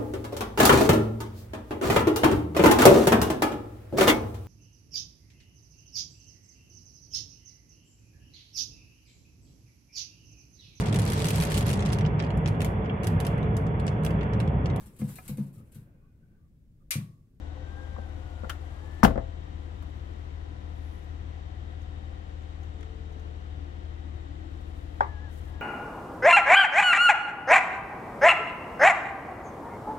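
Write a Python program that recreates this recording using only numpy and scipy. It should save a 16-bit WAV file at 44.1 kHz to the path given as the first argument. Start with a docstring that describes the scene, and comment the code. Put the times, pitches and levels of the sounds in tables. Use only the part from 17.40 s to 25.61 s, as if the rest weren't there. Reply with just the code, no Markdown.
"""In a garage, at the open boot of an idling car, just behind the rear seats.
A six-cylinder engine hums through the body over the rush of fans. A small motor whines as it folds
a seat; the padded backrest ticks, then drops with a thud that rattles its frame. A switch is pressed,
and a latch clacks shut as the motor runs again."""
import sys
import numpy as np
from scipy import signal
from scipy.fft import rfft, irfft, next_fast_len
from scipy.io import wavfile
from scipy.ndimage import uniform_filter1d

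SR = 44100
rng = np.random.default_rng(int(sys.argv[2]) if len(sys.argv) > 2 else 0)


def output_pcm(signal):
    """Save a mono or channel-first signal as 16-bit PCM at the path in sys.argv[1].

    Samples are clipped to [-1, 1] before scaling.
    """
    pcm = np.clip(np.atleast_2d(signal).T, -1, 1) * 32767
    wavfile.write(sys.argv[1], SR, np.round(pcm).astype(np.int16))


N = 362061
TIME = np.arange(N) / SR  # seconds since the scene began
AGE = np.arange(SR) / SR  # seconds since a blow

# tone colour of hard plastic trim: (frequency [Hz], level [dB])
PLASTIC_COLOUR = [(200, -20), (800, -1.5), (1350, 10.5), (2100, -3.5), (2900, -3), (4000, -10), (5500, -13),
                  (8000, -17.5), (12500, -19.5), (16000, -23)]


def undb(db):
    """Turn decibels into a factor to multiply by."""
    return 10 ** (np.asarray(db) / 20)


def unit(x):
    """Scale a signal so that its average size (rms) is 1."""
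    return x / np.sqrt(np.mean(x ** 2))


def along(hz, table, column=1):
    """Read a table at any frequency, joining its rows on a scale of octaves."""
    table = np.array(table, float)
    return np.interp(np.log(np.maximum(hz, 1)), np.log(table[:, 0]), table[:, column])


def band(hz, half_width_hz):
    """Noise gathered around one frequency, at average size 1."""
    size = next_fast_len(N)
    f = np.fft.rfftfreq(size, 1 / SR)
    spectrum = rfft(rng.standard_normal(size)) / (1 + ((f - hz) / half_width_hz) ** 2)
    return unit(irfft(spectrum, size)[:N])


def wander(rate):
    """A smooth random wobble that heads for a new value `rate` times a second."""
    hold = int(SR / rate)
    steps = np.repeat(rng.standard_normal(N // hold + 1), hold)
    return unit(uniform_filter1d(uniform_filter1d(steps, hold), hold)[:N])


def add(out, start_s, sound):
    """Mix a stereo sound in at a given time."""
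    i = int(start_s * SR)
    out[:, i:i + sound.shape[1]] += sound[:, :N - i]


def stereo(x, right_db, lag_ms):
    """The right side hears a source more softly, and later if the lag is above zero."""
    t = np.arange(len(x)) / SR
    return np.array([x, undb(right_db) * np.interp(t - lag_ms / 1000, t, x)])


def onset(rise_ms):
    """A contact that gives way builds its force over a moment."""
    return 1 - np.exp(-(1000 * AGE / rise_ms) ** 2)


def ring(modes, rise_ms):
    """The tones of a struck part; t60 is the fade time, the seconds it takes to fall by 60 dB."""
    tones = sum(undb(db - 60 * AGE / t60) * np.sin(2 * np.pi * hz * AGE) for hz, db, t60 in modes)
    return onset(rise_ms) * tones


def scatter(colour, t60, damping, tilt_db=0):
    """Many tiny echoes, different left and right; damping makes the treble die first."""
    f = np.fft.rfftfreq(SR, 1 / SR)
    octave = np.log2(np.maximum(f, 1) / 1000)
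    noise = rfft(rng.standard_normal((2, SR))) * unit(undb(along(f, colour) + tilt_db * octave))
    out = 0
    for k in range(-5, 5):
        one_octave = irfft(noise * np.maximum(1 - abs(octave - k), 0))
        out = out + one_octave * undb(-60 * AGE / t60 * 2 ** (damping * k))
    return out


def air():
    """Fans and garage air rush, while pumps and blowers whirr in narrow bands."""
    # tone colour of the rush: (frequency [Hz], level [dB])
    rush_colour = [(65, -33), (110, 0.5), (201, -3), (242, -4.5), (291, -4), (373, -8), (520, -12.5),
                   (739, -13.5), (1000, -18), (1240, -19.5), (3710, -27), (5070, -34.5), (15500, -58.5)]
    # stereo spread: (frequency [Hz], side level above mid [dB], lean to the left [0-1])
    spread = [(100, -11, 1), (380, 4, 1), (700, 5, 0.5), (1290, 6.5, .5), (2500, 1, 0.61), (8000, 0, 0.78)]
    # resonances of pumps and fans: (frequency [Hz], width [Hz], level [dB])
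    whirrs = [(288, 33, -60), (739, 86, -61.5), (1920, 310, -65), (3074, 570, -68), (3732, 100, -72),
              (5910, 520, -78.5), (7340, 880, -78)]
    f = np.fft.rfftfreq(N, 1 / SR)
    noise, other_noise = rfft(rng.standard_normal((2, N)))
    colour = undb(along(f, rush_colour))
    midrange = irfft(noise * colour * (f > 500) * (f < 4000), N)
    gain = undb(-60) / np.std(midrange)
    lean = np.clip(along(f, spread, column=2), 0, 1)
    mid = irfft(noise * colour, N)  # what both ears share
    side_noise = lean * noise + np.sqrt(1 - lean ** 2) * other_noise
    side = irfft(side_noise * colour * undb(along(f, spread)), N)  # what sets them apart
    whirr = 0
    for hz, width, db in whirrs:
        level = undb(db + wander(1.977))
        whirr = whirr + level * np.array([band(hz, width / 2), undb(-6) * band(hz, width / 2)])
    return gain * np.array([mid + side, mid - side]) * undb(0.087 * wander(23)) + whirr


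def machine_hums():
    """Other machines in the garage give faint, wavering tones that swell and fade."""
    # the hums: (pitch [Hz], level [dB], loudest at [s], half length [s])
    hums = [(505.5, -60, 3.8, 17), (1004, -63.5, 3, 1.3), (443, -53, 5.6, 0.33), (318, -50.5, 7.05, 0.6),
            (355.4, -58, 6.54, 1.6), (281, -52.5, 6.9, 0.43)]
    out = 0
    for hz, db, peak_s, half_s in hums:
        phase = 2 * np.pi * np.cumsum(hz * (1 + 0.00607 * wander(25))) / SR
        level = undb(db + 1.8 * wander(9))
        swell = np.exp(-((TIME - peak_s) / half_s) ** 2)
        out = out + np.sin(phase) * level * swell
    return stereo(out, right_db=-11.5, lag_ms=0)


def engine():
    """The engine idles: uneven burning makes each of its tones waver, and the car body booms."""
    # engine tones, 6 being the firing rate: (waves per engine cycle [count], level [dB])
    tones = [(4, -18), (6, -7.5), (9, -9), (12, 1), (14, -17.5), (15, -21), (18, -18.5), (24, -24),
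             (30, -29.5), (45, -22.5), (48, -31.5), (51, -27), (54, -27.5)]
    firing_hz, drift, idle_db = 38.6, 0.004973, -37.5
    hz = firing_hz * (1 + drift * wander(1.4))  # the speed control lets the idle drift a little
    cycle = 2 * np.pi * np.cumsum(hz) / SR / 6  # six firings make one cycle
    boom = band(88, 13)
    hum = undb(-11.5) * boom
    for multiple, db in tones:
        # the firing tones are steadier; the others arise because the cylinders are not quite alike
        roughness = .11 if multiple in (6, 12) else .5
        phase = multiple * cycle + rng.uniform(0, 2 * np.pi)
        waver = wander(14) * np.sin(phase) + wander(12) * np.cos(phase)
        hum = hum + np.sqrt(2) * undb(db) * (np.sin(phase) + roughness * waver)
    return stereo(hum * undb(idle_db), right_db=-8, lag_ms=-.15)


def rustles():
    """Seat fabric rubs harder as the backrest folds, a sleeve brushes, and a surface squeaks once."""
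    # sleeve movements: (time [s], half length [s], level [dB])
    movements = [(2.55, 0.39, -78), (3.517, 0.21, -72.5), (7.35, 0.24, -73.5), (7.61, .08, -73),
                 (7.95, 0.042, -64), (8.05, 0.11, -67.5)]
    start_s, end_s, growth_db_per_s = 0.27, 1.74, 4.5
    folding = uniform_filter1d(1. * (TIME > start_s) * (TIME < end_s), SR // 8)
    rub_level = folding * undb(-67 + growth_db_per_s * (TIME - end_s))
    rub = np.array([band(5100, 5900), undb(-11.5) * band(7600, 5000)]) * rub_level
    swell = sum(undb(db) * np.exp(-((TIME - s) / half_s) ** 2) for s, half_s, db in movements)
    sleeve = np.array([band(8900, 6500), undb(-8.5) * band(11000, 6500)]) * swell
    grain = undb(1.6 * wander(160))
    squeak = band(10800, 380) * np.exp(-((TIME - 3.5) / .12) ** 4)
    squeak *= undb(-77.5 + 4.6 * wander(45))  # the surface sticks and slips
    return (rub + sleeve) * grain + stereo(squeak, right_db=-15, lag_ms=0)


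def ping(hz, t60):
    """A small hard part rings briefly."""
    tone = band(hz, 0.069 * hz)[:SR] * undb(-60 * AGE / t60) * onset(0.49)
    return stereo(tone, right_db=-18, lag_ms=0)


def switch():
    """A finger ticks on the panel; the switch gives a light tick, then a fuller click."""
    # the switch's two clicks: (time [s], level [dB], treble tilt [dB per octave])
    snaps = [(5.408, -50, 3), (5.428, -40, -2.5)]
    # tone colour of its hollow plastic case: (frequency [Hz], level [dB])
    case_colour = [(300, -13), (1000, -10), (1600, 2), (2200, 2), (2700, -13), (3250, 3), (4200, -18),
                   (6000, -8), (10000, -21), (15000, -35)]
    # fingertip touches: (time [s], level [dB])
    touches = [(4.418, -61), (5.02, -66), (5.2315, -58.5), (5.72, -61), (5.794, -59)]
    out = np.zeros((2, N))
    for s, db, tilt_db in snaps:
        snap = scatter(case_colour, t60=0.036, damping=.1, tilt_db=tilt_db) * onset(1)
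        add(out, s, undb(db) * snap * undb([[0], [-4]]))  # left and right levels
    for s, db in touches:
        tick = scatter(PLASTIC_COLOUR, t60=.06, damping=.05, tilt_db=4) * onset(2.5)
        ringing = undb(-4.5) * ping(hz=6400, t60=0.07)
        add(out, s, undb(db) * (tick * undb([[0], [-3.5]]) + ringing))
    return out


def trim_clicks():
    """Hard plastic snaps: a short crack, a small part that rings and a faint echo in the cabin."""
    # snaps: (time [s], level [dB], fade time [s], treble tilt [dB per octave], ring pitch [Hz])
    snaps = [(1.0943, -26.5, 0.033, 2.5, 1420), (1.097, -26.5, 0.047, 0.5, 3070),
             (1.6328, -20.5, 0.081, 6, 5480), (1.6462, -14, 0.051, .5, 2970),
             (2.423, -51, 0.054, 2.5, 3000)]
    out = np.zeros((2, N))
    for s, db, t60, tilt_db, hz in snaps:
        crack = scatter(PLASTIC_COLOUR, t60, damping=0.044, tilt_db=tilt_db)
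        crack *= onset(rise_ms=45 * t60)  # longer snaps also build more slowly
        echo = scatter(PLASTIC_COLOUR, t60=0.2, damping=0.13, tilt_db=tilt_db) * onset(3)
        snap = (crack + undb(-13.5) * echo) * undb([[0], [-3.5]])
        add(out, s, undb(db) * (snap + undb(-7) * ping(hz, t60=0.052)))
    return out


def seat_motor():
    """The motor's whine sags under load and swells where its case resonates; its brushes hiss softly."""
    # motor speed under a changing load, one list per run: (time [s], pitch of the lower tone [Hz])
    runs = [
        [(0, 735), (.15, 755), (.39, 803), (.6, 789), (.8, 738), (1.08, 700)],
        [(1.1, 715), (1.25, 775), (1.48, 868), (1.66, 886)],
        [(7.64, 830), (7.7, 870), (7.77, 826), (7.85, 860), (7.91, 775)],
        [(8.07, 857), (8.21, 828)],
    ]
    # loudness of the whine, one value per run: (level [dB])
    run_levels = [-52.5, -59.5, -52, -53.5]
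    # resonances of the motor's case: (frequency [Hz], width [Hz], level [dB])
    resonances = [(1386, 110, -7.5), (1604, 110, -3), (1786, 100, 7.5)]
    out = 0
    for run, db in zip(runs, run_levels):
        times, pitches = np.transpose(run)
        hz = np.interp(TIME, times, pitches)
        phase = 2 * np.pi * np.cumsum(hz * (1 + .005 * wander(90))) / SR
        running = uniform_filter1d(1. * (TIME >= times[0]) * (TIME <= times[-1]), SR // 20)
        flutter = undb(1.3 * wander(70) + 1.5 * wander(16))
        case_gain = sum(undb(peak_db) / (1 + (2 * (2 * hz - peak_hz) / width) ** 2) ** 0.84
                        for peak_hz, width, peak_db in resonances)
        whine = case_gain * np.sin(2 * phase)
        low_tone = undb(-6) * np.sin(phase)  # an octave down, not shaped by the case
        brushes = undb(-55.5) * band(700, 510)
        out = out + running * ((whine + low_tone) * flutter * undb(db) + brushes)
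    # the gearbox drones while it carries the backrest
    gearbox = undb(-55.5) * band(518, 3.5) * np.interp(TIME, [.6, 1.8], [1, 0])
    return stereo(out + gearbox, right_db=-8.5, lag_ms=0.16)


def knock(db, hz, t60):
    """One part is struck, sets the seat frame ringing and echoes in the cabin."""
    # tones of the seat frame: (pitch [Hz], level [dB], fade time [s])
    frame_tones = [(521, -12, 0.42), (563, -17.5, 0.3), (667, -17.5, 0.4), (733, -31, 0.18),
                   (800, -14.5, 0.22), (1164, -21, 0.12), (1265, -37, 0.17), (1420, -36, 0.093),
                   (1550, -23, 0.063), (1764, -22, .16), (2030, -21, 0.14)]
    # tone colour of a knock's cabin echo: (frequency [Hz], level [dB])
    echo_colour = [(100, -40), (300, 5), (700, 10), (1400, 6.5), (2300, -9.5), (3000, -17), (4000, -16),
                   (8000, -29), (15000, -67)]
    rise_ms = 0.53 * undb(-.55 * db)  # lighter knocks sink into the padding more slowly
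    part = ring([(hz, 0, t60)], rise_ms)
    frame = undb(-14.5) * ring(frame_tones, rise_ms)
    direct = stereo(part + frame, right_db=-15.5, lag_ms=1)
    echo = scatter(echo_colour, t60=0.11, damping=0.91) * onset(0.37) * undb([[-19], [-21.5]])
    return undb(db) * (direct + echo)


def backrest():
    """The padded backrest shifts twice, drops and bounces, while lighter parts knock in its frame."""
    # tones of the padded panel: (pitch [Hz], level [dB], fade time [s])
    panel_tones = [(38.4, -23, 0.92), (64.1, -16, 0.5), (111.4, -25, 0.7), (161.3, -10.5, 0.17),
                   (203, -6.5, 0.14), (220, -1.5, 0.091), (272, -19, 0.26), (388, -21.5, 0.234)]
    # thuds, each also striking the hinge: (time [s], panel level [dB], hinge level [dB])
    thuds = [(0.583, -35, -24.5), (1.033, -29, -23.5), (1.6336, 1, -13.5), (1.705, -20.5, -14.5),
             (1.7556, -21.5, -16.5), (1.7766, -26, -12.5)]
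    # knocks of lighter parts: (time [s], level [dB], pitch [Hz])
    knocks = [(.563, -25.5, 1080), (1.043, -21, 1400), (1.6312, 6, 1080), (1.6476, -5, 1590),
              (1.652, -3.5, 754), (1.678, -14.5, 1220), (2.423, -30, 1420)]
    ring_cycles, choke_db = 20.6, 2
    out = np.zeros((2, N))
    for s, panel_db, hinge_db in thuds:
        panel = undb(panel_db) * stereo(ring(panel_tones, rise_ms=4.2), right_db=-8, lag_ms=0.53)
        hinge = knock(hinge_db, hz=536, t60=0.033)
        add(out, s, panel + hinge)
    for s, db, hz in knocks:
        choke = 1 + undb(db - choke_db) ** 2  # a hard blow presses the part tight and shortens its ring
        add(out, s, knock(db, hz, t60=ring_cycles / hz / choke))
    return out


def latch():
    """The catch snaps shut under the seat padding and echoes briefly in the cabin."""
    # tones of the latch: (pitch [Hz], level [dB], fade time [s])
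    latch_tones = [(403, -35, 0.18), (560, -25.5, 0.075), (740, -19, 0.019), (836, -5, 0.024),
                   (874, -20.5, 0.099), (948, -27.5, 0.2), (1170, -27, 0.17), (1545, -9, 0.023),
                   (1770, -25, 0.045), (1950, -30.5, 0.058), (3300, -43.5, 0.034), (5400, -50, 0.028)]
    # tone colour of its cabin echo: (frequency [Hz], level [dB])
    echo_colour = [(150, -16), (400, -9), (900, 9), (1300, -4), (1600, -3), (2100, -4), (2600, -21),
                   (5500, -28), (9000, -46), (15000, -49)]
    snap_s, snap_db = 7.6068, 3.25
    out = np.zeros((2, N))
    direct = stereo(ring(latch_tones, rise_ms=1.35), right_db=-6, lag_ms=-0.36)
    echo = scatter(echo_colour, t60=0.28, damping=0.32) * onset(0.84) * undb([[-33], [-34]])
    add(out, snap_s, undb(snap_db) * (direct + echo))
    return out


def scene():
    """Everything heard at the open boot."""
    background = engine() + air() + machine_hums()
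    return background + seat_motor() + backrest() + latch() + trim_clicks() + switch() + rustles()


def record(dry):
    """Flatten any peak beyond full scale, then cut the highest treble."""
    top_hz = 15800
    low_pass = signal.ellip(10, .2, 80, top_hz, fs=SR, output="sos")
    return signal.sosfilt(low_pass, np.clip(dry, -1, 1))


dry = scene()
out = record(dry)
output_pcm(out)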